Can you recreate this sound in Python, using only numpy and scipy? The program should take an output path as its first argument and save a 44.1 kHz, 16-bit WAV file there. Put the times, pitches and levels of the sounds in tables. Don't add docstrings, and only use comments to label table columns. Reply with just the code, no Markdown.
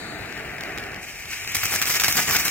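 import sys
import numpy as np
from scipy import signal
from scipy.fft import rfft, irfft
from scipy.io import wavfile
from scipy.ndimage import uniform_filter1d

SR = 44100
rng = np.random.default_rng(int(sys.argv[2]) if len(sys.argv) > 2 else 0)


def gain_from_decibels(decibels):
    exponent = np.asarray(decibels, float) / 20
    return 10 ** exponent


def unload_wav(signal):
    wavfile.write(
        sys.argv[1],
        SR,
        np.round(np.clip(np.atleast_2d(signal).T, -1, 1) * 32767).astype(np.int16),
    )


N = 110250
TIME = np.arange(N) / SR


def read(points, hz):
    f, value = np.transpose(points)
    return np.interp(np.log(hz + 1), np.log(f + 1), value)


def evened(x):
    return x / np.sqrt(np.mean(x ** 2) + 1e-20)


def curve(points):
    s, db = np.transpose(points)
    return gain_from_decibels(np.interp(TIME, s, db))


def causal(db):
    log_gain = np.log(gain_from_decibels(np.concatenate([db, db[-2:0:-1]])))
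    return np.exp(log_gain - 1j * signal.hilbert(log_gain).imag)[:len(db)]


def tinted(x, tone):
    taps = irfft(causal(read(tone, np.fft.rfftfreq(4096, 1 / SR))))[:3000]
    return signal.oaconvolve(x, taps[None] / np.linalg.norm(taps))[:, :N]


def wander(top_hz):
    waves = [np.sin(2 * np.pi * (f * TIME + rng.random())) / np.sqrt(f)
             for f in np.geomspace(3, top_hz, num=24)]
    return evened(sum(waves))


def snaps(per_s, spread_db):
    size = gain_from_decibels(spread_db * np.minimum(rng.exponential(size=N), 4))
    size = size * (rng.random(N) < per_s / SR)
    return evened(size * rng.standard_normal((2, N)))


def shape(start, length, rise, fall):
    t = TIME - start
    return np.clip(t / rise, 0, 1) ** 2 * np.exp(-np.maximum(t - length, 0) / fall)


def jet(level, tone, flutter_db, grit, like):
    gas = rng.standard_normal((2, N)) + grit * snaps(1500, 3.5)
    gas = np.array([gas[0], like * gas[0] + np.sqrt(1 - like ** 2) * gas[1]])
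    return tinted(evened(gas) * curve(level) * gain_from_decibels(flutter_db * wander(120)), tone)


# (frequency [Hz], level [dB])
STREET_TONE = [(22, -26), (40, -5), (58, -8), (120, -13.5), (250, -31.5), (600, -21.5), (3000, -51),
               (16000, -43)]


def street_rumble():
    return gain_from_decibels(-46.5 + 1.7 * wander(8.2)) * tinted(rng.standard_normal((2, N)), STREET_TONE)


# (time [s], level [dB])
ROAR_LEVEL = [
    (0, -36),
    (.25, -37),
    (.5, -36.5),
    (.8, -35.5),
    (.97, -37.5),
    (1.03, -47),
    (1.3, -51),
    (2.5, -81.5),
]
# (frequency [Hz], level [dB])
ROAR_TONE = [(130, -7), (700, -6), (1050, -14), (1800, -5.5), (2700, -9.5), (3250, -17), (4600, -18.5),
             (16000, -37)]


def roar():
    x = jet(ROAR_LEVEL, ROAR_TONE, flutter_db=0.73, grit=0.48, like=.12)
    open_s, shut_hz, shut_share = 0.29, 2120, 0.9
    shut = np.clip(shut_share * (1 - TIME / open_s), 0, 1)
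    muffled = signal.filtfilt(*signal.butter(3, shut_hz, fs=SR), x)
    return x + shut * (muffled - x)


# (frequency [Hz], level [dB])
WHISPER_TONE = [(2700, -10), (3300, 0), (4000, 10.5), (4600, 8.5), (5300, -11), (6800, -3), (10500, -11),
                (12500, -25)]


def whisper():
    start_db, fall_db_per_s = -37.5, 30
    return tinted(rng.standard_normal((2, N)) * gain_from_decibels(start_db - fall_db_per_s * TIME), WHISPER_TONE)


# (time [s], level [dB])
HISS_LEVEL = [
    (0, -51),
    (.3, -71),
    (.9, -78),
    (1.03, -41.5),
    (1.3, -36.5),
    (1.46, -33.5),
    (1.53, -31),
    (1.7, -32),
    (2.2, -33),
    (2.5, -31.5),
]
# (frequency [Hz], level [dB])
HISS_TONE = [(500, -5.5), (1400, -1), (2300, 11.5), (3400, 3.5), (6000, 5.5), (10500, -5.5), (13500, -7.5),
             (16000, -15.5)]


def hiss():
    return jet(HISS_LEVEL, HISS_TONE, flutter_db=2.1, grit=0.32, like=.4)


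# (time [s], level [dB], length [s])
SPITS = [(.324, -31, .002), (.3765, -29, .0015), (.608, -28, .0035), (.6358, -25, .0012),
         (.7752, -29, .003), (.7832, -25, .002), (.796, -35, .0015), (.838, -32, .002), (.918, -36, .002),
         (.9443, -31, .002), (.583, -36, .002), (.258, -38, .002), (.394, -37, .0015), (.961, -34, .002),
         (1.255, -31, .002), (1.447, -28, .002), (1.475, -22, .002)]
# (frequency [Hz], level [dB])
SPIT_TONE = [(300, -8), (1400, 2), (2500, 4.5), (5000, 7.5), (8000, -8), (11000, -6.5), (14000, -15),
             (16500, -10)]


def spits():
    level = sum(gain_from_decibels(db - .5) * shape(s, n, rise=.0003, fall=.0006) for s, db, n in SPITS)
    return tinted(level * snaps(26000, 0), SPIT_TONE)


# (time [s], level [dB], length [s], thump level [dB])
POPS = [(1.518, -21, .003, -47), (1.5455, -11, .006, -42), (1.552, -13, .005, -46), (1.560, -18, .002, -60),
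        (1.565, -13, .004, -32), (1.632, -12, .008, -34), (1.653, -11, .005, -42), (1.757, -15, .006, -40),
        (1.8145, -8, .005, -42), (1.822, -10, .004, -38), (1.854, -14, .004, -40), (1.895, -14, .007, -41),
        (1.9965, -10, .005, -48), (2.0355, -10, .004, -39), (2.042, -9, .006, -39), (2.0795, -7, .006, -41),
        (2.1225, -11, .005, -43), (2.1685, -14, .003, -46), (2.294, -16, .004, -40),
        (2.308, -13, .004, -28), (2.350, -15, .004, -42), (2.362, -9, .006, -38), (2.450, -13, .006, -44),
        (2.479, -11, .004, -41)]


def thumps():
    thump_hz, thump_s = 90, .006
    out = 0
    for s, _, _, db in POPS:
        u = np.maximum(TIME - s, 0)
        swell = u / thump_s * np.exp(-u / thump_s)
        out = out + gain_from_decibels(db + 5.5) * swell * np.sin(2 * np.pi * thump_hz * rng.uniform(1.0, 1.02) * u)
    return out


# (time [s], length [s], level [dB], low part relative to that level [dB])
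SWARMS = [(1.572, .055, -35, -2), (1.640, .028, -28, 1), (1.672, .03, -32, 0), (1.700, .045, -25, 2),
          (1.742, .022, -27, 0), (1.783, .018, -28, 2), (1.826, .010, -26, 2), (1.857, .035, -27, 0),
          (1.893, .035, -25, -1), (1.931, .040, -23.5, 0), (1.998, .022, -23, 1), (2.044, .024, -24, 2),
          (2.083, .032, -24, 0), (2.126, .022, -31, -2), (2.145, .022, -28, 1), (2.205, .065, -32, -4),
          (2.164, .040, -23, 3), (2.268, .05, -24, 6), (2.318, .050, -22, 2), (2.380, .030, -25, 1),
          (2.415, .03, -33, -2), (2.444, .030, -25, 4), (2.484, .02, -30, 2)]
# (frequency [Hz], level [dB])
SNAP_TONE = [(80, -1.5), (350, -4), (1400, 0), (3000, 2), (5500, 8.5), (9000, -0.5), (13000, 0.5),
             (16500, -7)]


def stars():
    pops = sum(gain_from_decibels(db - 9) * shape(s, n, .3 * n, .003) for s, db, n, _ in POPS)
    swarms, lows = 0, 0
    for s, n, db, low_db in SWARMS:
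        burst = shape(s, n, rise=.009, fall=.008)
        swarms = swarms + gain_from_decibels(db + 1.07) * burst
        lows = lows + gain_from_decibels(db + low_db + 0.6) * burst
    cloud = gain_from_decibels(1.3 * wander(300)) * snaps(14000, 1.1)
    deep = signal.lfilter(*signal.butter(2, 3200, fs=SR), cloud)
    crackle = pops * snaps(26000, 1.6) + swarms * (cloud - deep) + lows * deep
    return tinted(crackle, SNAP_TONE) + thumps()


def patchy(x):
    z = signal.stft(x, SR, nperseg=256)[2]
    field = uniform_filter1d(rng.standard_normal(z.shape[1:]), size=14, axis=0)
    field = uniform_filter1d(field, size=7, axis=1)
    return signal.istft(z * gain_from_decibels(2.5 * evened(field)), SR, nperseg=256)[1][:, :N]


# (time [s], peak level [dB])
CRACKS = [(1.5477, -10.0), (1.5508, -10.0), (1.5541, -11.0), (1.5558, -11.0), (1.5681, -10.0),
          (1.6341, -9.0), (1.6574, -9.0), (1.74, -9.0), (1.7571, -12.0), (1.7616, -12.0), (1.8157, -8.0),
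          (1.8171, -8.0), (1.8234, -9.0), (1.8252, -7.0), (1.8298, -10.0), (1.8563, -12.0), (1.8959, -12.0),
          (1.898, -12.0), (1.9119, -13.0), (1.9978, -7.0), (2.0, -6.0), (2.0196, -11.0), (2.0365, -8.0),
          (2.0398, -10.0), (2.0435, -10.0), (2.0449, -8.0), (2.0494, -10.0), (2.083, -5.0), (2.0896, -11.0),
          (2.0964, -11.0), (2.1121, -11.0), (2.1239, -10.0), (2.1258, -10.0), (2.1697, -7.0), (2.18, -11.0),
          (2.1814, -11.0), (2.1838, -10.0), (2.1893, -10.0), (2.1948, -11.0), (2.1966, -11.0),
          (2.2812, -12.0), (2.2922, -10.0), (2.2979, -10.0), (2.3097, -9.0), (2.3113, -9.0),
          (2.3344, -11.0), (2.3463, -12.0), (2.3507, -11.0), (2.3529, -10.0), (2.3601, -10.0),
          (2.3657, -6.0), (2.3673, -8.0), (2.3919, -13.0), (2.4538, -12.0), (2.4562, -12.0),
          (2.4661, -13.0), (2.4807, -11.0), (2.4822, -9.0)]


def cracks():
    out = np.zeros((2, N))
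    u = np.arange(40) / SR / .00007
    wave = (1 - u) * np.exp(-u)
    for (s, db), (late, slow) in zip(CRACKS, rng.random((len(CRACKS), 2))):
        for row, lag in zip(out, (0, 0.00049 * late)):
            row[round((s + lag) * SR):][:40] -= gain_from_decibels(db + 2.5) * (wave + slow * np.roll(wave, 3))
    return tinted(out, SNAP_TONE)


def houses(x):
    echo_db, t60_s, top_hz = -9, 0.54, 13400
    t = np.arange(SR // 2) / SR
    hits = (rng.random((2, len(t))) < .05) * (t > .008)
    taps = rng.standard_normal((2, len(t))) * hits * gain_from_decibels(-60 * t / t60_s)
    taps = signal.lfilter(*signal.butter(1, top_hz, fs=SR), taps)
    return gain_from_decibels(echo_db) * signal.fftconvolve(x, taps / np.linalg.norm(taps[0]), axes=1)[:, :N]


def scene():
    fire = roar() + whisper() + hiss() + spits() + patchy(stars()) + cracks()
    return fire + houses(fire) + street_rumble()


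# (frequency [Hz], level [dB])
LEFT_TONE = [(600, 2), (1300, 2.5), (2400, 6.5), (3300, -1.5), (5200, -6), (7500, 1.5), (10500, 0),
             (13500, 5)]
RIGHT_TONE = [(1700, 3), (3200, -5.5), (4200, -3), (5500, 0.5), (7400, -2), (8900, -2.5), (11000, -3.5),
              (13500, 4)]
# (frequency [Hz], phase [rad])
LEAD = [(200, 0.22), (2500, 0.7), (3300, 1.68), (4400, 2.36), (6000, 2.1), (8000, 1), (9500, -.4),
        (15000, -.6)]
# (frequency [Hz], correlation [0-1])
SAME = [(40, .8), (200, .96), (550, .66), (1700, .88), (2600, .74), (3300, .35), (4300, .76), (9000, .25)]
# (frequency [Hz], width [Hz], level [dB])
DIPS = [(549, 81, -6.5), (962, 142, -4), (8310, 190, -6), (11320, 700, -5.5)]


def microphone(dry):
    hz = np.fft.rfftfreq(N, 1 / SR)
    dips_db = sum(db * np.exp(-((hz - f) / width) ** 2) for f, width, db in DIPS)
    low_cut = hz ** 2 / (hz ** 2 + 51.5 ** 2)
    a, b = rfft(dry, axis=1) * gain_from_decibels(dips_db) * low_cut
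    same = np.clip(read(SAME, hz), 0, 1)
    lead = np.exp(.5j * read(LEAD, hz))
    left = a * gain_from_decibels(read(LEFT_TONE, hz)) * lead
    right = (same * a + np.sqrt(1 - same ** 2) * b) * gain_from_decibels(read(RIGHT_TONE, hz)) / lead
    return irfft(np.array([left, right]) / (1 + (hz / 15850) ** 400), N, axis=1)


def rebalanced(ports):
    centre_hz, width_hz, share, away_s = 2100, 420, 0.93, 0.55
    edges = [centre_hz - width_hz, centre_hz + width_hz]
    band = signal.filtfilt(*signal.butter(1, edges, "band", fs=SR), ports)
    return ports + np.clip(share * (1 - TIME / away_s), 0, 1) * band * [[.4], [-1]]


def gate(ports):
    band_bins, gate_db, gate_share = 6, -3.8, .4
    mid_side = [ports[0] + ports[1], ports[0] - ports[1]]
    hz, _, z = signal.stft(mid_side, SR, nperseg=1024, noverlap=768)
    band = np.arange(len(hz)) // band_bins
    power = uniform_filter1d(abs(z) ** 2, size=5, axis=2)
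    power = np.add.reduceat(power, np.arange(0, len(hz), band_bins), axis=1)
    around = np.maximum(power[1], uniform_filter1d(power[0], size=7, axis=0))
    total = power[0].sum(axis=0)
    lull = (total > .7 * np.median(total)) & (total < .8 * uniform_filter1d(total, size=40))
    bands, frames = around.shape
    chance = rng.random((bands, frames // 4 + 1)) < gate_share
    now = np.repeat(chance, 4, axis=1)[:, :frames] | lull
    weak = now & (power[0] < around * gain_from_decibels(2 * gate_db))
    drop = weak[band] & (hz[:, None] > 3300) & (hz[:, None] < 14350)
    gated = [z[0] * np.where(drop, .03, 1), z[1]]
    mid, side = signal.istft(gated, SR, nperseg=1024, noverlap=768)[1][:, :N]
    return np.array([mid + side, mid - side]) / 2


def band_limit(x):
    return signal.sosfilt(signal.butter(12, 17000, fs=SR, output="sos"), x)


def record(dry):
    mix = gate(rebalanced(microphone(dry)))
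    return band_limit(mix)


dry = scene()
out = record(dry)
unload_wav(out)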